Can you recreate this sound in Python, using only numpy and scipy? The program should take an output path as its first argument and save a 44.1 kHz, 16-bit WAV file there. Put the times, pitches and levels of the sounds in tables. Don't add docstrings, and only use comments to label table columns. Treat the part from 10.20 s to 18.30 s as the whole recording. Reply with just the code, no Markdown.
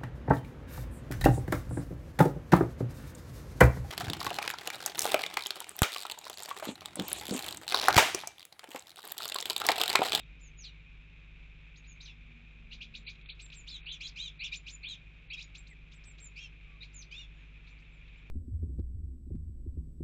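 import sys
import numpy as np
from scipy import signal
from scipy.fft import rfft, irfft, next_fast_len
from scipy.io import wavfile
from scipy.ndimage import uniform_filter1d, map_coordinates

SR = 44100
rng = np.random.default_rng(int(sys.argv[2]) if len(sys.argv) > 2 else 0)


def int16_out(signal):
    q = np.round(np.clip(np.atleast_2d(signal).T, -1, 1) * 32767)
    wavfile.write(sys.argv[1], SR, q.astype(np.int16))


def attenuation_scalar(level_db):
    decades = np.asarray(level_db, float) / 20
    return 10 ** decades


N = 357210
T = np.arange(N) / SR

# hz, level_db
RAIN_SPECTRUM = [(300, -55.5), (700, -22.5), (1500, -15), (1950, -13.5), (2220, -4.5), (2450, 1.5),
                 (2950, -13), (3700, -14), (4460, -29), (6750, -36), (7500, -36.5), (8000, -53.5)]
# hz, level_db
RUMBLE_SPECTRUM = [(12, -26), (25, 1.5), (50, -2.5), (80, -13), (135, -13), (190, -19), (250, -21),
                   (450, -26), (800, -36.5), (2000, -64)]
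# hz, rms_db
HUM_LINES = [(50, -53), (100, -66.5), (150, -64), (166, -69), (250, -77.5), (350, -91.5)]
# start_s, peak_db
TICKS = [
    (.004, -42.5),
    (0.031, -47),
    (2.851, -52),
    (2.954, -43),
    (3.012, -48),
    (3.059, -41),
    (3.262, -45.5),
    (3.301, -42),
    (5.722, -53),
    (7.882, -50),
]
# reached_s, top_hz, held_s, sag_hz_per_ms, peak_db
SEEPS = [(.012, 3745, 0.018, 4, -51), (.21, 7180, .08, 12.5, -42), (.378, 6950, .052, 24.5, -38),
         (1.575, 6660, .016, 4, -43.5), (1.677, 6960, 0.051, 12, -37), (1.825, 6410, .025, 15, -37.5),
         (5.49, 7840, 0.046, 10.5, -50.5), (5.749, 7900, .03, 17.5, -48), (5.856, 7890, 0.067, 9.5, -38.5),
         (6.006, 7620, 0.08, 9, -37.5), (6.741, 7280, 0.077, 18, -37.5), (7.15, 7000, 0.12, 9, -66),
         (7.502, 7050, .017, -14, -50.5), (7.603, 7620, .02, -9, -54), (7.715, 7620, .075, 12, -57),
         (7.975, 7380, 0.017, 14, -56)]
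# length_s, first_hz, peak_db
SEEP_CLIMBS = [(0.007, 3000, -70), (.016, 4800, -54), (.006, 6700, -47), (0.016, 3100, -51.5),
               (0.035, 3500, -58), (.018, 3600, -38.5), (.02, 3100, -53.5), (0.034, 2000, -51),
               (0.017, 4000, -54), (.025, 2300, -52.5), (0.013, 4500, -56), (.01, 7100, -85),
               (0.036, 2900, -56), (0.016, 4300, -57), (.015, 3770, -80), (.015, 4200, -68)]
# reached_s, top_hz, held_s, sag_hz_per_ms, peak_db
BEGS = [(2.548, 6500, .003, 8, -60), (2.643, 6600, .013, -32.5, -58), (2.772, 7000, 0.021, -30.5, -44.5),
        (2.907, 6410, .015, -42, -53.5), (3.112, 4600, .003, 0, -54), (3.22, 7760, 0.042, 11.5, -29),
        (3.354, 7660, .056, 15.5, -34), (4.369, 7140, .018, 5.5, -35), (4.52, 7170, .04, 5.5, -36),
        (5.24, 6960, 0.012, 20, -40.5), (5.384, 7470, 0.028, 3.5, -39), (6.653, 6990, 0.0074, 20, -53)]
# climb_s, climb_start_hz, peak_db, lead_in_s
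CHURRS = [(.024, 2450, -42.5, .014), (0.019, 2800, -43, .016), (.022, 2400, -43.5, .011),
          (.026, 2400, -40, .016), (.015, 2600, -39.5, .008), (.021, 2300, -42.5, .007),
          (0.027, 2350, -47.5, 0.0082), (.027, 2400, -36, .024), (.037, 2650, -39, .018),
          (.032, 2700, -40, 0.038), (.029, 2800, -44, 0.0095), (.021, 2250, -41.5, .025)]
UPPER_DB = [-24, -19, -24, -0.5, -15, -8, 1.5, -1.5, -0.5, -3, -10, -20, -1.5, -15, -15, -12, -2, 2, 1.5, 2,
            2, -1.5, 1.5, -0.5, -0.5, -4.5, -4, -9.5]
# landed_s, last_hz, tail_s, peak_db
FALLS = [
    (.456, 2780, 0.045, -45.5),
    (1.864, 2537, .055, -47),
    (6.83, 3300, 0.004, -44),
]
# start_s, length_s, top_hz, rising_share, peak_db
ARCHES = [
    (3.469, 0.12, 3600, 0.27, -43.5),
    (3.66, 0.11, 3170, .55, -37.5),
    (3.805, .095, 3340, 0.82, -37.5),
    (3.96, .14, 3273, .5, -39),
    (4.193, 0.099, 2767, 0.63, -37),
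    (4.631, .126, 3284, 0.6, -41),
    (5.102, .055, 2610, .69, -38.5),
    (6.16, .119, 2812, 0.45, -43),
    (6.911, 0.14, 2850, 0.6, -45),
]
# first_hz, upper_over_lower, last_over_top, rise_bend, upper_db
VOICING = [(1940, 1.17, .76, 0.7, 3), (2000, 1.15, .82, .8, -1), (1960, 1.22, .95, .7, -1),
           (2010, 1.22, .77, 1.1, 1.5), (1920, 1.2, 0.69, 1.4, 0.5), (1980, 1.19, .76, 1, 3.5),
           (1940, 1.2, 0.91, 1, 0.5), (2120, 1.16, .91, 1.1, -0.5), (2225, 1.28, 0.9, 0.86, 2)]
# centre_s, pitch_factor, half_width_s
FLICKS = [
    (3.499, 1.3, 0.017),
    (3.713, 1.13, 0.011),
    (3.842, 1.14, .012),
    (3.885, 1.75, .017),
    (4.255, 1.11, .014),
    (4.691, 1.1, .01),
    (5.137, 1.08, .012),
]
# hz, gain_db
THROAT = [(1900, -2.5), (2500, 0), (3200, -1.54), (3900, -2.5), (5000, 2.6), (6200, 1.5), (7500, 0.7)]
# time_s, treble_db
FACING = [(0, -6.5), (1.4, -6.5), (2.4, -14), (2.95, -13), (3.15, -7), (3.4, -6.5), (3.6, -1.5),
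          (5.3, -2.5), (6.3, -2), (6.6, -14), (6.7, -4.5), (7.1, -4.5), (7.4, -12.5)]
# delay_s, level_db
WALLS = [
    (.0075, -5),
    (.015, -7),
    (.022, -10),
    (.031, -16),
]
# hz, gain_db
ECHO_TREBLE = [(4000, -2), (5200, -8), (7500, -15)]
# start_s, end_s, start_hz, end_hz, level_db
FAR_NOTES = [
    (1.85, 3.05, 240, 210, -66.5),
    (6.48, 6.58, 1150, 1150, -72),
    (5.51, 5.535, 2150, 1900, -60),
    (7.16, 7.21, 1550, 1900, -72),
]
# hz, gain_db
MIC_CAVITY = [(1000, -24.5), (1800, -29), (2430, -0.5), (3000, -9.5), (3800, -0.5), (4700, -11.5),
              (7300, -11), (7900, -23), (8050, -74)]
# start_s, end_s
DROPOUTS = [
    (2.835, 2.895),
    (3.027, 3.15),
    (3.607, 3.725),
    (4.18, 4.238),
    (4.63, 4.688),
    (5.077, 5.135),
]

LEAD_HZ, LANDING_HZ, LONG_LEAD_S = 1877, 3440, .021
LOW_GAP, LINGER_GAP, CLIMB_GAP, FALL_GAP = 1.23, 1.29, 1.27, 1.28
ONSET_DB, LEAD_UPPER_DB, CLIMB_DB, CLIMB_UPPER_DB, SILENT_DB = -5.5, 3, -4, 2, -87
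SWELL_SHARE = 0.31


def unit(x):
    return x / np.sqrt(np.mean(x ** 2) + 1e-20)


def coloured(x, points):
    m = next_fast_len(len(x) + 8192)
    hz, db = np.transpose(points)
    bins_hz = np.fft.rfftfreq(m, 1 / SR)
    gain = attenuation_scalar(np.interp(np.log(bins_hz + 1), np.log(hz), db))
    return irfft(rfft(x, m) * gain, m)[:len(x)]


def wobble(rate_hz, count=N):
    knots = rng.standard_normal(int(count * rate_hz / SR) + 4)
    return map_coordinates(knots, [np.arange(count) * rate_hz / SR])


def fade(t, start_s, end_s, rise_s, fall_s):
    return np.clip((t - start_s) / rise_s, 0, 1) * np.clip((end_s - t) / fall_s, 0, 1)


def rain():
    density_db = 1.2 * wobble(300) + .6 * wobble(12) + .4 * wobble(1.2)
    drops = rng.standard_normal(N) * attenuation_scalar(density_db)
    hiss = attenuation_scalar(-61) * unit(coloured(drops, RAIN_SPECTRUM))
    rumble = unit(coloured(rng.standard_normal(N), RUMBLE_SPECTRUM))
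    return hiss + attenuation_scalar(-59 + .8 * wobble(2.5)) * rumble


def hum():
    out = np.zeros(N)
    for hz, db in HUM_LINES:
        out += attenuation_scalar(db + 2 + 0.15 * wobble(5)) * np.sin(2 * np.pi * (hz * T + rng.random()))
    return out


def ticks():
    out, t = np.zeros(N), np.arange(1200) / SR
    shape = attenuation_scalar(-60 * t / .025) * (1 - np.exp(-t / .0006))
    for start_s, db in TICKS:
        out[round(start_s * SR):][:len(t)] += attenuation_scalar(db + 11) * shape * unit(rng.standard_normal(len(t)))
    return coloured(out, [(3600, 0), (4800, -12), (7500, -26)])


def rising(upper_db, reached_s, top_hz, held_s, sag, note_db, climb_s, knee_hz, db, lead_s=0):
    def climb_hz(share):
        return knee_hz * (top_hz / knee_hz) ** share

    def held_hz(share):
        return top_hz - 1000 * sag * held_s * share

    up_db = db + upper_db
    knee_s, end_s = reached_s - climb_s, reached_s + held_s
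    rows = []
    if lead_s:
        risen = 0.091 if lead_s > LONG_LEAD_S else 0.531
        linger_hz = LEAD_HZ + risen * (knee_hz - LEAD_HZ)
        rows += [(knee_s - lead_s, LEAD_HZ, LOW_GAP, db + ONSET_DB, up_db + ONSET_DB + LEAD_UPPER_DB),
                 (knee_s - lead_s * .4, linger_hz, LINGER_GAP, db - 2.5, up_db + LEAD_UPPER_DB)]
    lower_db, upper_db = db + CLIMB_DB, up_db + CLIMB_DB + CLIMB_UPPER_DB
    rows += [(knee_s, knee_hz, LOW_GAP, db, up_db + LEAD_UPPER_DB),
             (reached_s - climb_s / 2, climb_hz(.52), CLIMB_GAP, lower_db, upper_db),
             (reached_s - climb_s / 4, climb_hz(.84), CLIMB_GAP, lower_db, upper_db),
             (reached_s, top_hz, LOW_GAP, note_db - 6.5, SILENT_DB),
             (reached_s + held_s * SWELL_SHARE, held_hz(SWELL_SHARE * 0.57), LOW_GAP, note_db, SILENT_DB),
             (end_s, held_hz(1), LOW_GAP, note_db - 8, SILENT_DB)]
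    for landed_s, last_hz, tail_s, fall_db in FALLS:
        if reached_s < landed_s < end_s + .05:
            rows[-1] = (end_s, held_hz(1), LOW_GAP, note_db, SILENT_DB)
            plunge_s = end_s + .4 * (landed_s - end_s)
            plunge_hz = LANDING_HZ + 0.46 * (held_hz(1) - LANDING_HZ)
            rows += [(plunge_s, plunge_hz, LOW_GAP, fall_db + 5, fall_db + 1),
                     (landed_s, LANDING_HZ, FALL_GAP, fall_db, fall_db),
                     (landed_s + tail_s * .35, last_hz * 1.12, FALL_GAP, fall_db, fall_db - 0.5),
                     (landed_s + tail_s, last_hz, FALL_GAP, fall_db - 11.5, fall_db - 11.5)]
    return [(t, hz, hz * gap, a, b) for t, hz, gap, a, b in rows]


def arching(arch, voicing):
    start_s, length_s, top_hz, crest, db = arch
    first_hz, gap, last, bend, upper_db = voicing
    u = np.linspace(0, 1, 21)
    rise_hz = first_hz + (top_hz - first_hz) * np.sin(np.pi / 2 * np.clip(u / crest, 0, 1) ** bend)
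    hz = rise_hz * (1 - (1 - last) * np.clip((u - crest) / (1 - crest), 0, 1) ** 1.9)
    edges = [0, .12, 1 - 0.24, 1]
    lower = db + np.interp(u, edges, [ONSET_DB, 0, 0, -14.5])
    upper = db + np.interp(u, edges, [ONSET_DB, 0, 0, -8.5])
    return np.transpose([start_s + u * length_s, hz, hz * gap, lower, upper + upper_db])


def syrinx(rows):
    knot_s, *columns = np.transpose(rows)
    at = np.arange(max(round((knot_s[0] - .003) * SR), 0), round((knot_s[-1] + 0.0073) * SR))
    t, size = at / SR, len(at)
    lift = np.ones(size)
    for centre_s, factor, half_s in FLICKS:
        lift += (factor - 1) * np.clip(1 - abs(t - centre_s) / half_s, 0, 1)
    curves = [uniform_filter1d(np.interp(t, knot_s, column) * scale, size=201, mode="nearest")
              for column, scale in zip(columns, (lift, lift, 1, 1))]
    pitches_hz, levels_db = curves[:2], curves[2:]
    low, high = [2 * np.pi * np.cumsum(hz + 25 * wobble(300, size)) / SR for hz in pitches_hz]
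    throat_hz, throat_db = np.transpose(THROAT)
    sides = []
    for hz, db in zip(pitches_hz, levels_db):
        flutter_db = 2.4 * wobble(220, size) + 1.8 * wobble(70, size)
        sides.append(attenuation_scalar(db + np.interp(hz, throat_hz, throat_db) + flutter_db))
    a, b = sides
    both = np.sqrt(a * b)
    voice = a * np.sin(low) + b * np.sin(high)
    a, b = [side * (2500 / hz) ** 0.41 for side, hz in zip(sides, pitches_hz)]
    voice += attenuation_scalar(-3) * a * np.sin(2 * low) + attenuation_scalar(-8) * b * np.sin(2 * high) + attenuation_scalar(-21) * a * np.sin(3 * low)
    voice += both * attenuation_scalar(-15) * np.sin(low + high)
    voice += both * (attenuation_scalar(-20.5) * np.sin(2 * high - low) + attenuation_scalar(-13.5) * np.sin(2 * low - high))
    voice += attenuation_scalar(-5) * both * rng.standard_normal(size)
    return at, voice * fade(t, t[0], t[-1], 0.006, 0.011)


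def fledglings():
    calls = [rising(upper_db, *note, *climb)
             for upper_db, note, climb in zip(UPPER_DB, SEEPS + BEGS, SEEP_CLIMBS + CHURRS)]
    calls += [arching(arch, voicing) for arch, voicing in zip(ARCHES, VOICING)]
    out = np.zeros(N)
    for rows in calls:
        at, voice = syrinx(rows)
        out[at] += voice
    return out


def garden(x):
    t = np.arange(SR // 4) / SR
    tail = unit(rng.standard_normal(len(t)) * attenuation_scalar(-60 * t / 0.18) * (t > .003)) / np.sqrt(len(t))
    tail = coloured(tail, [(2000, -2.5), (2430, 2.5), (3000, -1.5), (3750, 0.5), (4400, -1.5)])
    smear = rng.standard_normal(len(t)) / np.sqrt(.0025 * SR)
    walls = sum(attenuation_scalar(db) * smear * np.exp(-((t - delay_s) / .002) ** 2) for delay_s, db in WALLS)
    return coloured(signal.fftconvolve(x, attenuation_scalar(-3) * tail + walls)[:N], ECHO_TREBLE)


def far_notes():
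    out = np.zeros(N)
    for start_s, end_s, start_hz, end_hz, db in FAR_NOTES:
        hz = np.interp(T, [start_s, end_s], [start_hz, end_hz]) * (1 + .006 * wobble(30))
        edge_s = 0.096 * (end_s - start_s)
        level = attenuation_scalar(db + 2.7 * wobble(9.9)) * fade(T, start_s, end_s, edge_s, edge_s)
        out += level * np.sin(2 * np.pi * np.cumsum(hz) / SR)
    return out


def scene():
    background = rain() + hum()
    knocks = ticks()
    calls = fledglings()
    treble = coloured(calls, [(4300, -40), (5000, 0)])
    turned = attenuation_scalar(np.interp(T, *np.transpose(FACING)))
    direct = calls - (1 - turned) * treble
    sideways = attenuation_scalar(-8) + (1 - turned) * .8
    near = direct + garden(calls * sideways) + knocks
    return (coloured(near, MIC_CAVITY) + far_notes() + background)[None]


def top_cut(x):
    return signal.sosfilt(signal.butter(12, 8880, fs=SR, output="sos"), x)


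def record(dry):
    x = dry[0]
    image = x * 2 * np.cos(2 * np.pi * 16000 * T)
    x = x + coloured(image, [(8030, -92), (8150, -1), (8600, -21), (9000, -24.5), (9300, -80)])
    gate = sum(fade(T, start_s, end_s, .004, .004) for start_s, end_s in DROPOUTS)
    x = x - gate * coloured(x, [(4450, -90), (4640, 0)])
    return top_cut(x[None])


dry = scene()
out = record(dry)
int16_out(out)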